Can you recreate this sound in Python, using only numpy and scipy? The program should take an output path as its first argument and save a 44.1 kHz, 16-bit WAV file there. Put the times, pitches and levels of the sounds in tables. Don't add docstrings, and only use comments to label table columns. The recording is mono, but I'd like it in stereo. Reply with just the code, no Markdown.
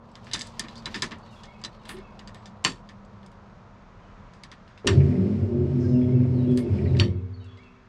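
import sys
import numpy as np
from scipy import signal
from scipy.fft import rfft, irfft, next_fast_len
from scipy.io import wavfile
from scipy.ndimage import uniform_filter1d

SR = 44100
rng = np.random.default_rng(int(sys.argv[2]) if len(sys.argv) > 2 else 0)


def store_wav(level_fs):
    pcm = np.round(np.clip(np.atleast_2d(level_fs), -1, 1) * 32767)
    wavfile.write(sys.argv[1], SR, pcm.T.astype(np.int16))


N = 347630

ON_S, OFF_S, REST_S = 4.846, 6.59, 7.03
START_HZ, FULL_HZ, SPIN_UP_S, SAG_HZ_PER_S = 49.54, 124.2, .354, 170
JOLT_DB, JOLT_S, GRIP_S = 6.5, .03, .004
FADE_DB_PER_S = 168.5
RUMBLE_DB, RUMBLE_SLOW_DB, HISS_DB, HISS_SLOW_DB = -28.5, 9.5, -61, 11
WHINE_DB = -73
KICK_HZ, KICK_DB, KICK_S = 421, -22, .005
LEAD_S = .003
CHATTER_DB = 3
CLINK_OCTAVES, CLINK_TAIL_DB = 0.68, -11
SNAP_T60_S = 0.2
SWITCH_DB, DASH_DB = -5.5, -5
DASH_T60_S = 0.061
TOP_HZ = 15750


def undb(db):
    return 10 ** (np.asarray(db) / 20)


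def unit(x):
    return x / np.sqrt(np.mean(x ** 2))


def columns(rows):
    s, *rest = np.transpose(rows)
    return [np.interp(np.arange(N) / SR, s, c) for c in rest]


def pan(x, db):
    return x * undb(np.array([[db], [-db]]) / 2)


def ring(x, hz, t60):
    p = np.exp(2j * np.pi * hz / SR - np.log(1000) / (max(t60, .01) * SR))
    return np.sqrt(2 * (1 - abs(p) ** 2)) * signal.lfilter([1], [1, -p], x).imag


def band(x, hz, width_hz):
    return signal.lfilter(*signal.iirpeak(hz, hz / width_hz, fs=SR), x)


def coloured(points):
    hz, db = np.transpose(points)
    size = next_fast_len(N)
    f = np.arange(1, size // 2 + 2) * SR / size
    gain = undb(np.interp(np.log(f), np.log(hz), db, left=db[0] - 44.0, right=db[-1] - 32.0))
    return unit(irfft(rfft(rng.standard_normal(size)) * gain, size)[:N])


def walk(rate):
    k = int(SR / rate)
    held = np.repeat(rng.standard_normal(N // k + 1), k)
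    return 1.287 * uniform_filter1d(uniform_filter1d(held, k), k)[:N]


def tint(x, hz, octaves):
    f = np.arange(1, len(x) + 1) * SR / (2 * len(x) - 2)
    db = -6 * (np.log2(f / hz) / np.clip(octaves, .04, 3)) ** 2
    db -= 5.6 * np.maximum(f / 1000 - 9.0, 0)
    y = irfft(x * undb(db))
    return y / np.max(abs(y))


def outside():
    # pitch_hz, level_db (per Hz)
    wash_colour = [(15, -47), (32, -0.5), (58, -12), (104, -3.5), (144, -11), (197, -5.5), (278, -20.5),
                   (353, -19), (448, -18), (608, -15.5), (760, -18), (860, -18.5), (960, -14),
                   (1080, -16.5), (1160, -19), (1280, -19.5), (1420, -24.5), (1870, -32), (3100, -44),
                   (3440, -44.5), (6670, -53.5), (10000, -78), (14000, -95)]
    # start_s, level_db
    wash_level = [(0.0, -48), (1.06, -45), (1.75, -46.5), (2.78, -48), (2.98, -49.5), (4.26, -48.5),
                  (5.5, -51.5), (7.3, -54.5), (7.88, -54.5)]
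    # start_s, level_db
    treble_level = [(0, -3), (3, 5), (4.8, 9), (7.1, 7.5), (7.5, 10.5), (7.88, 11.5)]
    # start_s, pitch_hz, level_db
    drone_glide = [(0, 117.3, -55.5), (0.8, 114.8, -46), (1.5, 108.1, -53.5), (2.2, 106, -49.5),
                   (3, 100.6, -51), (4, 98.3, -56.5), (4.8, 96.8, -62), (7.88, 98, -72)]
    side = signal.lfilter(*signal.butter(2, 330, "high", fs=SR), coloured(wash_colour))
    wash = coloured(wash_colour) + 0.38 * side * np.array([[1], [-1]])
    wash *= undb(columns(wash_level)[0])
    wash *= undb(0.7 * walk(4))
    treble = signal.lfilter(*signal.butter(2, 1600, "high", fs=SR), wash)
    wash += (undb(columns(treble_level)[0]) - 1) * treble
    hz, drone_db = columns(drone_glide)
    phase = 2 * np.pi * np.cumsum(hz * (1 + .01 * walk(10))) / SR
    drone = undb(-7 + 3 * np.tanh(walk(15))) * np.sin(phase + 2.5 * walk(20))
    drone += undb(3 * np.tanh(walk(12))) * np.sin(2 * phase + .5 * walk(14))
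    return pan(np.ones(1), 1.5) * wash + undb(drone_db) * drone


def whistles():
    # start_s (within the phrase), length_s, start_hz, end_hz, level_db
    phrase = [(0.006, 0.035, 4500, 4430, -3), (0.043, 0.027, 4280, 3860, -6), (0.061, 0.04, 3850, 3740, -4),
              (0.078, 0.03, 3038, 2876, -6), (0.104, 0.035, 2820, 2700, -2.5),
              (0.13, 0.08, 2626, 2536, -11), (0.136, .075, 3400, 3330, -3.5),
              (.245, 0.06, 2113, 2270, -0.5), (0.298, .08, 2664, 2560, -4)]
    # start_s, level_db, extra_db of the notes starting above 3600 Hz
    songs = [(1.22, -61, -1.5), (1.718, -60.5, -3), (5.839, -59.5, -7), (6.329, -59.5, -1.5),
             (6.821, -63, 4), (7.326, -60.5, -2)]
    # start_s, length_s, start_hz, end_hz, level_db
    tones = [(1.94, 0.063, 371, 381, -41.5), (4.017, 0.056, 3104, 2980, -69.5),
             (5.796, 0.2, 5120, 5160, -64.5), (5.822, 0.051, 1603, 1647, -57)]
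    notes = []
    for song_s, song_db, high_db in songs:
        for delay_s, length_s, start_hz, end_hz, db in phrase:
            level_db = song_db + db + high_db * (start_hz > 3600)
            notes.append((song_s + delay_s, length_s, start_hz, end_hz, level_db))
    calls, waver = np.zeros(N + SR), walk(260)
    for start_s, length_s, start_hz, end_hz, db in notes + tones:
        k, i = int(length_s * SR), int(start_s * SR)
        glide = end_hz + (start_hz - end_hz) * np.linspace(1, 0, k) ** 1.2
        waver_hz = .016 * end_hz + .1 * abs(start_hz - end_hz)
        phase = 2 * np.pi * np.cumsum(glide + waver_hz * waver[i:][:k]) / SR
        calls[i:i + k] += undb(db) * np.sin(phase) * np.sqrt(2) * np.hanning(k) ** 0.12
    calls = calls[:N] * (1 + 0.5 * walk(120))
    t = np.arange(int(.5 * SR)) / SR
    trees = rng.standard_normal((2, len(t))) * np.exp(-np.log(1000) * t / 0.95)
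    echo = signal.fftconvolve(band(calls, 3200, 3000)[None], trees, axes=1)[:, :N]
    return pan(calls, 2.0) * undb(-1.0) + undb(-31.5) * echo


def rustle():
    # start_s, level_db
    rubbing = [(0.0, -74), (0.18, -65), (0.29, -61), (0.8, -60), (0.94, -52.5), (1.13, -65), (1.7, -68.5),
               (2.84, -74), (3.3, -78), (3.6, -81)]
    db = columns(rubbing + [(rubbing[-1][0] + 0.23, -95)])[0]
    ticks = (rng.random(N) < 300 / SR) * undb(3.6 * np.minimum(rng.exponential(size=N), 4))
    grain = 1 + 0.31 * signal.lfilter([1], [1, -np.exp(-1 / (.002 * SR))], ticks)
    colour = [(1200, -7.5), (2500, 1.5), (4500, 0.0), (7500, -13.5), (10000, -26.0), (14000, -30)]
    hiss = coloured(colour) + .3 * coloured(colour) * np.array([[1], [-1]])
    return undb(db + 2 * walk(47)) * unit(grain) * hiss


def speed():
    t = np.arange(N) / SR
    hz = FULL_HZ - (FULL_HZ - START_HZ) * np.exp(-(np.maximum(t - ON_S, 0) / SPIN_UP_S) ** 1.45)
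    return np.maximum(hz - SAG_HZ_PER_S * np.maximum(t - OFF_S, 0), 15)


def running():
    t = np.arange(N) / SR
    db = JOLT_DB * np.exp(-abs(t - ON_S) / JOLT_S) - FADE_DB_PER_S * np.maximum(t - REST_S, 0)
    return undb(db) * np.sin(np.pi / 2 * np.clip((t - ON_S) / GRIP_S, 0, 1)) ** 2


def pump():
    # pitch_hz, level_db, t60_s, left_minus_right_db
    panels = [(110, -5, 0.03, 0.8), (180.5, -16, 0.74, -1.5), (204.8, -9, 0.13, -0.5),
              (211.9, -8.5, 0.36, 0.5), (249.7, -8, 0.3, 2), (249.4, -19, 2.33, 2),
              (310.4, -21.5, 0.53, -3.5), (352.9, -9.5, 0.22, 2.5), (387, -10.5, 0.23, 2.5),
              (385, -30.5, 3.6, 2), (396, -36, 2.2, 1), (416, -16, 0.13, -1), (455.8, -25.5, 1.7, 4),
              (462, -31.5, 1.1, 3), (520, -27.5, 0.15, -7.5), (593, -21.5, 0.1, 5.5),
              (680, -28.5, 0.044, 5.5), (935, -36.5, 0.11, 12)]
    # pitch_hz, level_db (per Hz)
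    hiss_colour = [(700, -13), (1070, -3.5), (1520, -8.5), (2210, -6), (3500, -15), (4900, -16),
                   (5260, -13.5), (5730, -22), (9160, -30), (10300, -39), (10900, -64)]
    # multiple of the stroke rate, level_db
    overtones = [(1, -17), (2, 1.5), (3, -4.5), (4, -13), (5, -16)]
    # start_s, level_db
    stroke_level = [(4.846, -34), (5.2, -26), (5.4, -36), (5.55, -31), (5.8, -39), (5.95, -28.5),
                    (6.22, -30), (6.36, -39.5), (6.5, -26.5), (6.63, -34), (6.72, -31), (6.85, -30),
                    (7.0, -26)]
    on, slow = running(), 1 - speed() / FULL_HZ
    phase = 2 * np.pi * np.cumsum(speed() * (1 + .003 * walk(30))) / SR
    strokes = sum(undb(db + 1.65 * np.sqrt(k) * walk(18)) * np.sin(k * phase) for k, db in overtones)
    strokes = strokes * undb(columns(stroke_level)[0]) * on
    rumble_db = RUMBLE_DB + RUMBLE_SLOW_DB * slow
    rumble = rng.standard_normal(N) * undb(rumble_db + 0.5 * walk(21)) * on
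    shaking = undb(-15.0) * strokes + rumble
    hum = sum(pan((-1) ** k * undb(db) * ring(shaking, hz, t60), left_db)
              for k, (hz, db, t60, left_db) in enumerate(panels))
    direct = undb(-3.5) * strokes + undb(-9) * band(band(rumble, 280, 340), 280, 540)
    since = np.maximum(np.arange(N) / SR - ON_S, 0)
    kick = undb(KICK_DB) * np.sin(2 * np.pi * KICK_HZ * since) * np.exp(-since / KICK_S)
    hum = hum + pan(direct + kick, 2.0)
    hum = signal.sosfilt(signal.butter(4, 72, "high", fs=SR, output="sos"), hum)
    hiss = coloured(hiss_colour) + .5 * np.array([coloured(hiss_colour), coloured(hiss_colour)])
    hiss_db = HISS_DB + HISS_SLOW_DB * slow
    hiss *= undb(hiss_db + 1.5 * walk(15)) * on * np.clip(since / 0.032, 0, 1)
    hiss += undb(WHINE_DB + 3 * walk(9)) * np.sin(24 * phase) * on * (1 - slow) ** 4
    return hum + pan(hiss, 7.4)


def boom():
    # pitch_hz, width_hz, t60_s, idle_db, then level_db when met by the 1st, 2nd and 3rd multiple
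    big_panels = [(91.7, 16, 0.87, -45, -27, -17, -40), (104.8, 4.3, 0.93, -36, -30.5, -16, -40),
                  (132.6, 9.2, 0.42, -41.5, -22.5, -18.5, -22)]
    # start_s, level_db
    boom_level = [(4.85, -10.5), (4.98, 4), (5.25, -5.5), (5.42, 3), (5.5, -3), (6.1, 3), (6.5, -0.5),
                  (6.6, -6), (6.72, 2), (6.82, 1.5), (6.95, 4.5), (7.1, -4), (7.55, 7.5), (7.7, -10.5)]
    rate, on, out = speed(), running(), 0
    shaken = np.clip(rate / 30 - 1.2, .15, 1)
    for hz, width_hz, t60, idle_db, *met_db in big_panels:
        push = undb(idle_db)
        for k, db in enumerate(met_db, 1):
            push = push + undb(db) / (1 + ((k * rate - hz) / width_hz) ** 2)
        keep = np.exp(-np.log(1000) / (t60 * SR))
        swell = signal.lfilter([1 - keep], [1, -keep], push * on)
        tone = np.sin(2 * np.pi * np.cumsum(hz * (1 + 0.034 * shaken * walk(24))) / SR)
        out = out + swell * tone * undb(3.65 * shaken * walk(24))
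    return np.sqrt(2) * pan(out * undb(columns(boom_level)[0]), .3)


def scrapes():
    # start_s, length_s, pitch_hz, width_hz, level_db
    strokes = [(0.759, 0.078, 4530, 600, -48), (1.306, 0.27, 5140, 3970, -66),
               (1.886, 0.11, 9470, 3950, -50.5), (5.79, 0.48, 5640, 2060, -63.5),
               (6.569, 0.099, 9200, 3500, -53)]
    out = np.zeros((2, N + SR))
    for start_s, length_s, hz, width_hz, db in strokes:
        k, i = int(length_s * SR), int(start_s * SR)
        noise = band(band(rng.standard_normal(k), hz, width_hz), hz, width_hz)
        out[:, i:i + k] += undb(db) * unit(noise) * np.sin(np.pi * np.linspace(0, 1, k) ** .3) ** 2
    return out[:, :N]


def contact(t, t60, tail_db):
    chance = rng.random((3, 2))
    shape = undb(tail_db) * np.exp(-np.log(1000) * t / t60) * np.clip((t - LEAD_S) / 0.0011 + 1, 0, 1)
    uneven = np.repeat(rng.standard_normal(len(t) // 64), 64)
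    shape *= undb(CHATTER_DB * uniform_filter1d(uneven, 32))
    shape += np.exp(-abs(t - LEAD_S) / np.where(t < LEAD_S, .0004, .0012))
    for gap, size in chance:
        late = t - LEAD_S - .004 - .045 * gap
        bounce = np.exp(-late * (late > 0) / .0009) * (late > 0)
        shape += min(3 * t60, .45) * size * bounce * np.exp(-2.5 * gap)
    return shape * rng.standard_normal(len(t))


def rattles():
    # start_s, level_db (peak)
    knocks = [(5.004, -40), (5.091, -50), (5.1138, -45.5), (5.154, -45), (5.2645, -50), (5.3542, -55),
              (6.016, -46), (6.2042, -49), (6.238, -51.5), (6.703, -49), (6.7864, -41.5), (6.857, -41),
              (6.9502, -40)]
    out = np.zeros((2, N + SR))
    t = np.arange(8192) / SR
    fade = np.minimum((t[-1] - t) / 0.024, 1)
    for start_s, db in knocks:
        i = int((start_s - LEAD_S) * SR)
        knock = tint(rfft(contact(t, 0.15, -2.5)), 2070, 0.3)
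        out[:, i:i + len(t)] += pan(undb(db) * fade * knock, 10.0)
    return out[:, :N]


def contacts():
    # start_s, level_db, brightest_hz, tail_t60_s, thud_db, treble_db
    knocks = [(0.116, -53, 5000, 0.054, -30, -20), (0.245, -50, 6000, 0.13, -30, -20),
              (0.155, -36, 3500, 0.088, -17.5, -28), (0.269, -37.5, 2540, 0.19, -13.5, -23),
              (0.3141, -32, 2800, 0.88, -37, -21), (0.3346, -14.5, 4830, 0.15, -21, -36),
              (0.3381, -19, 5540, 0.11, -27, -36), (0.3504, -27.5, 1900, 0.16, -39, -40),
              (0.3927, -30, 5200, 0.28, -22, -23), (0.411, -23, 4170, 0.02, -27, -23),
              (0.4173, -22, 5600, 0.013, -39, -15), (0.422, -35, 4800, 0.08, -23, -23),
              (0.471, -40.5, 4860, 0.2, -37, 0), (0.5953, -18, 4600, 0.1, -22, -6),
              (0.6379, -38.5, 3440, 0.13, -6.5, -33), (0.684, -35, 3100, 0.22, -27, -42),
              (0.7565, -40, 4620, 0.15, -27, -25), (0.779, -41, 4720, 0.15, -24, -31),
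              (0.858, -20, 4030, 0.064, -16.5, -37), (0.9125, -51, 5070, 0.11, -11, -28),
              (0.9443, -20, 3430, 0.22, -15, -43), (0.96, -34, 5500, 0.052, -26, -14),
              (1.022, -14.5, 4340, 0.14, -16, -16), (1.049, -35, 5000, 0.11, -31, -7),
              (1.1109, -36, 3900, 0.045, -4.5, -26), (1.119, -31.5, 3000, 0.052, -12, -28),
              (1.185, -53.5, 7500, .1, -10, -22), (1.262, -50.5, 3960, 0.099, -7, -30),
              (1.435, -38.5, 4200, 0.16, -14, -31), (1.616, -46.5, 4270, 0.04, -9, -30),
              (1.6393, -26.5, 4330, 0.047, -18, -32), (1.6488, -22.5, 3550, 0.088, -31, -40),
              (1.836, -55, 5014, 0.034, -30, -30), (1.8538, -41.5, 3020, 0.95, -22, -11),
              (1.8925, -29.5, 2800, 0.14, -9, -3.5), (1.9687, -41, 3200, 0.11, -12, -23),
              (1.987, -52, 2790, 0.16, -17, 2), (2.193, -36.5, 3760, 0.065, -15, -16),
              (2.2751, -35.5, 4180, 0.11, -16, -31), (2.3462, -41, 3300, 0.22, -11, -4.5),
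              (2.458, -37, 4030, 0.13, -22, -29), (2.8903, -39, 3930, 0.14, -12.5, -36),
              (3.0492, -57, 5590, 0.083, -30, -38), (3.231, -48.5, 2710, 0.16, -21, -19),
              (3.263, -46, 5700, 0.1, -29, -11), (3.3174, -56, 2850, 0.23, -26, -3),
              (3.499, -58, 2780, 0.11, -20, -29), (4.336, -49.5, 4800, 0.31, -12, -25),
              (4.436, -33, 3770, 0.1, -19, -10), (4.5165, -35, 3540, 0.11, -13, -18),
              (4.6785, -47, 2950, 0.25, -25, -28), (4.777, -41, 2860, 0.15, -18, -41),
              (6.513, -50, 5500, 0.59, -23, -44), (6.575, -31.5, 3430, 0.18, -17, 0.5),
              (6.9688, -34.5, 2900, 0.094, -31, -33), (7.444, -56, 6000, 0.17, -18, -10),
              (7.5732, -49, 3300, 0.19, -25, -36), (7.635, -57, 4200, 0.19, -26.5, -38)]
    # start_s, level_db, brightest_hz, spread_octaves, thud_db, treble_db,
    # slip_s (how long before landing the cam slips), slip_db (against the landing), tail_db
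    snaps = [(2.649, -8, 2980, 1.14, -17.5, -36, 0.0064, -13, -17.5),
             (4.8743, -6.5, 3240, 0.78, -20, -15.5, .0038, -10.5, -18.5),
             (6.9985, -8.5, 3140, 0.58, -23, -22, 0.0075, -21, -20)]
    # pitch_hz, level_db, t60_s (left free; shortened below)
    dash_tones = [(1800, 1, 0.36), (2205, 4, 0.065), (2980, -11.5, 0.23), (3607, -5, 0.3),
                  (3996, -7.5, 0.44), (4940, 2.5, 0.06), (5200, -12.5, 0.096), (5270, -2.5, 0.11),
                  (5830, -17, 0.54), (6170, -9, 0.18), (6740, -9.5, 0.25), (7700, -5, 0.22)]
    # pitch_hz, level_db, t60_s
    switch_tones = [(1057, 3.5, 0.07), (1192, -4.5, .06), (1420, -7, .05), (1815, 0, 0.06),
                    (2107, -9, 0.051), (2920, -0.5, 0.013), (3160, 2, 0.02), (3500, -6, 0.057),
                    (3830, -3, 0.03), (4510, -6, 0.11), (4790, -4.5, 0.03), (5700, -2.5, 0.054),
                    (7520, 0.5, 0.028), (8500, -2, 0.014)]
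    dash, switch = np.transpose(dash_tones)[:, :, None], np.transpose(switch_tones)[:, :, None]
    dash[2] = np.minimum(dash[2] * 0.17, DASH_T60_S)
    rows = [(s, db, hz, t60, thud_db, CLINK_OCTAVES, CLINK_TAIL_DB, treble_db, dash, DASH_DB)
            for s, db, hz, t60, thud_db, treble_db in knocks]
    for s, db, hz, octaves, thud_db, treble_db, slip_s, slip_db, tail_db in snaps:
        for early_s, less_db, broader, higher in [(slip_s, slip_db, 1.1, 1.35), (0, 0, 1, 1)]:
            rows.append((s - early_s, db + less_db, hz * higher, SNAP_T60_S, thud_db,
                         octaves * broader, tail_db, treble_db, switch, SWITCH_DB))
    return rows


def panel_thud(t):
    noise = rfft(rng.standard_normal(len(t)))
    body = unit(tint(noise, 220, 0.77)) * np.exp(t / 0.041)
    body += 0.6 * unit(tint(noise, 1065, 0.2)) + 0.66 * unit(tint(noise, 1818, 0.07))
    body += 1.73 * unit(tint(noise, 1600, 1.0))
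    return body * np.exp(-np.log(1000) * t / 0.13) * np.minimum(t / 0.015, 1)


def clinks():
    out = np.zeros((2, N + SR))
    t = np.arange(8192) / SR
    fade = np.minimum((t[-1] - t) / 0.024, 1)
    for s, db, hz, t60, thud_db, octaves, tail_db, treble_db, (f, mode_db, mode_t60), ring_db in contacts():
        chance = rng.standard_normal((2, len(f), 1))
        modes = undb(mode_db + 2.2 * chance[0]) * np.sin(2 * np.pi * f * (1 + .006 * chance[1]) * t)
        modes = np.sum(modes * np.exp(-np.log(1000) * t / mode_t60), axis=0)
        force = rfft(contact(t, t60, tail_db))
        sound = tint(force, hz, octaves)
        sound += undb(ring_db) * tint(force * rfft(modes), hz, 1.41 * octaves)
        sound += undb(thud_db) * panel_thud(t)
        after = rng.standard_normal(len(t)) * np.exp(-np.log(1000) * t / t60) * np.minimum(t / .006, 1)
        sound += undb(tail_db - 5.5) * tint(rfft(after), 0.96 * hz, 1.2)
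        treble = undb(treble_db) * tint(rfft(contact(t, 0.39 * t60, tail_db)), 9900, 1.0)
        spread = undb(-16.5) * tint(rfft(contact(t, t60, tail_db + 13.5)), hz, 1.7 * octaves)
        spread += .3 * treble + .2 * np.roll(sound, shift=16)
        both = pan(sound + treble, -1.2) - spread * np.array([[1], [-1]])
        i = int((s - LEAD_S) * SR)
        out[:, i:i + len(t)] += undb(db) * fade * both
    return out[:, :N]


def scene():
    return outside() + whistles() + rustle() + pump() + boom() + scrapes() + rattles() + clinks()


def record(dry):
    return signal.sosfilt(signal.ellip(8, .2, 70, TOP_HZ, fs=SR, output="sos"), dry)


dry = scene()
out = record(dry)
store_wav(out)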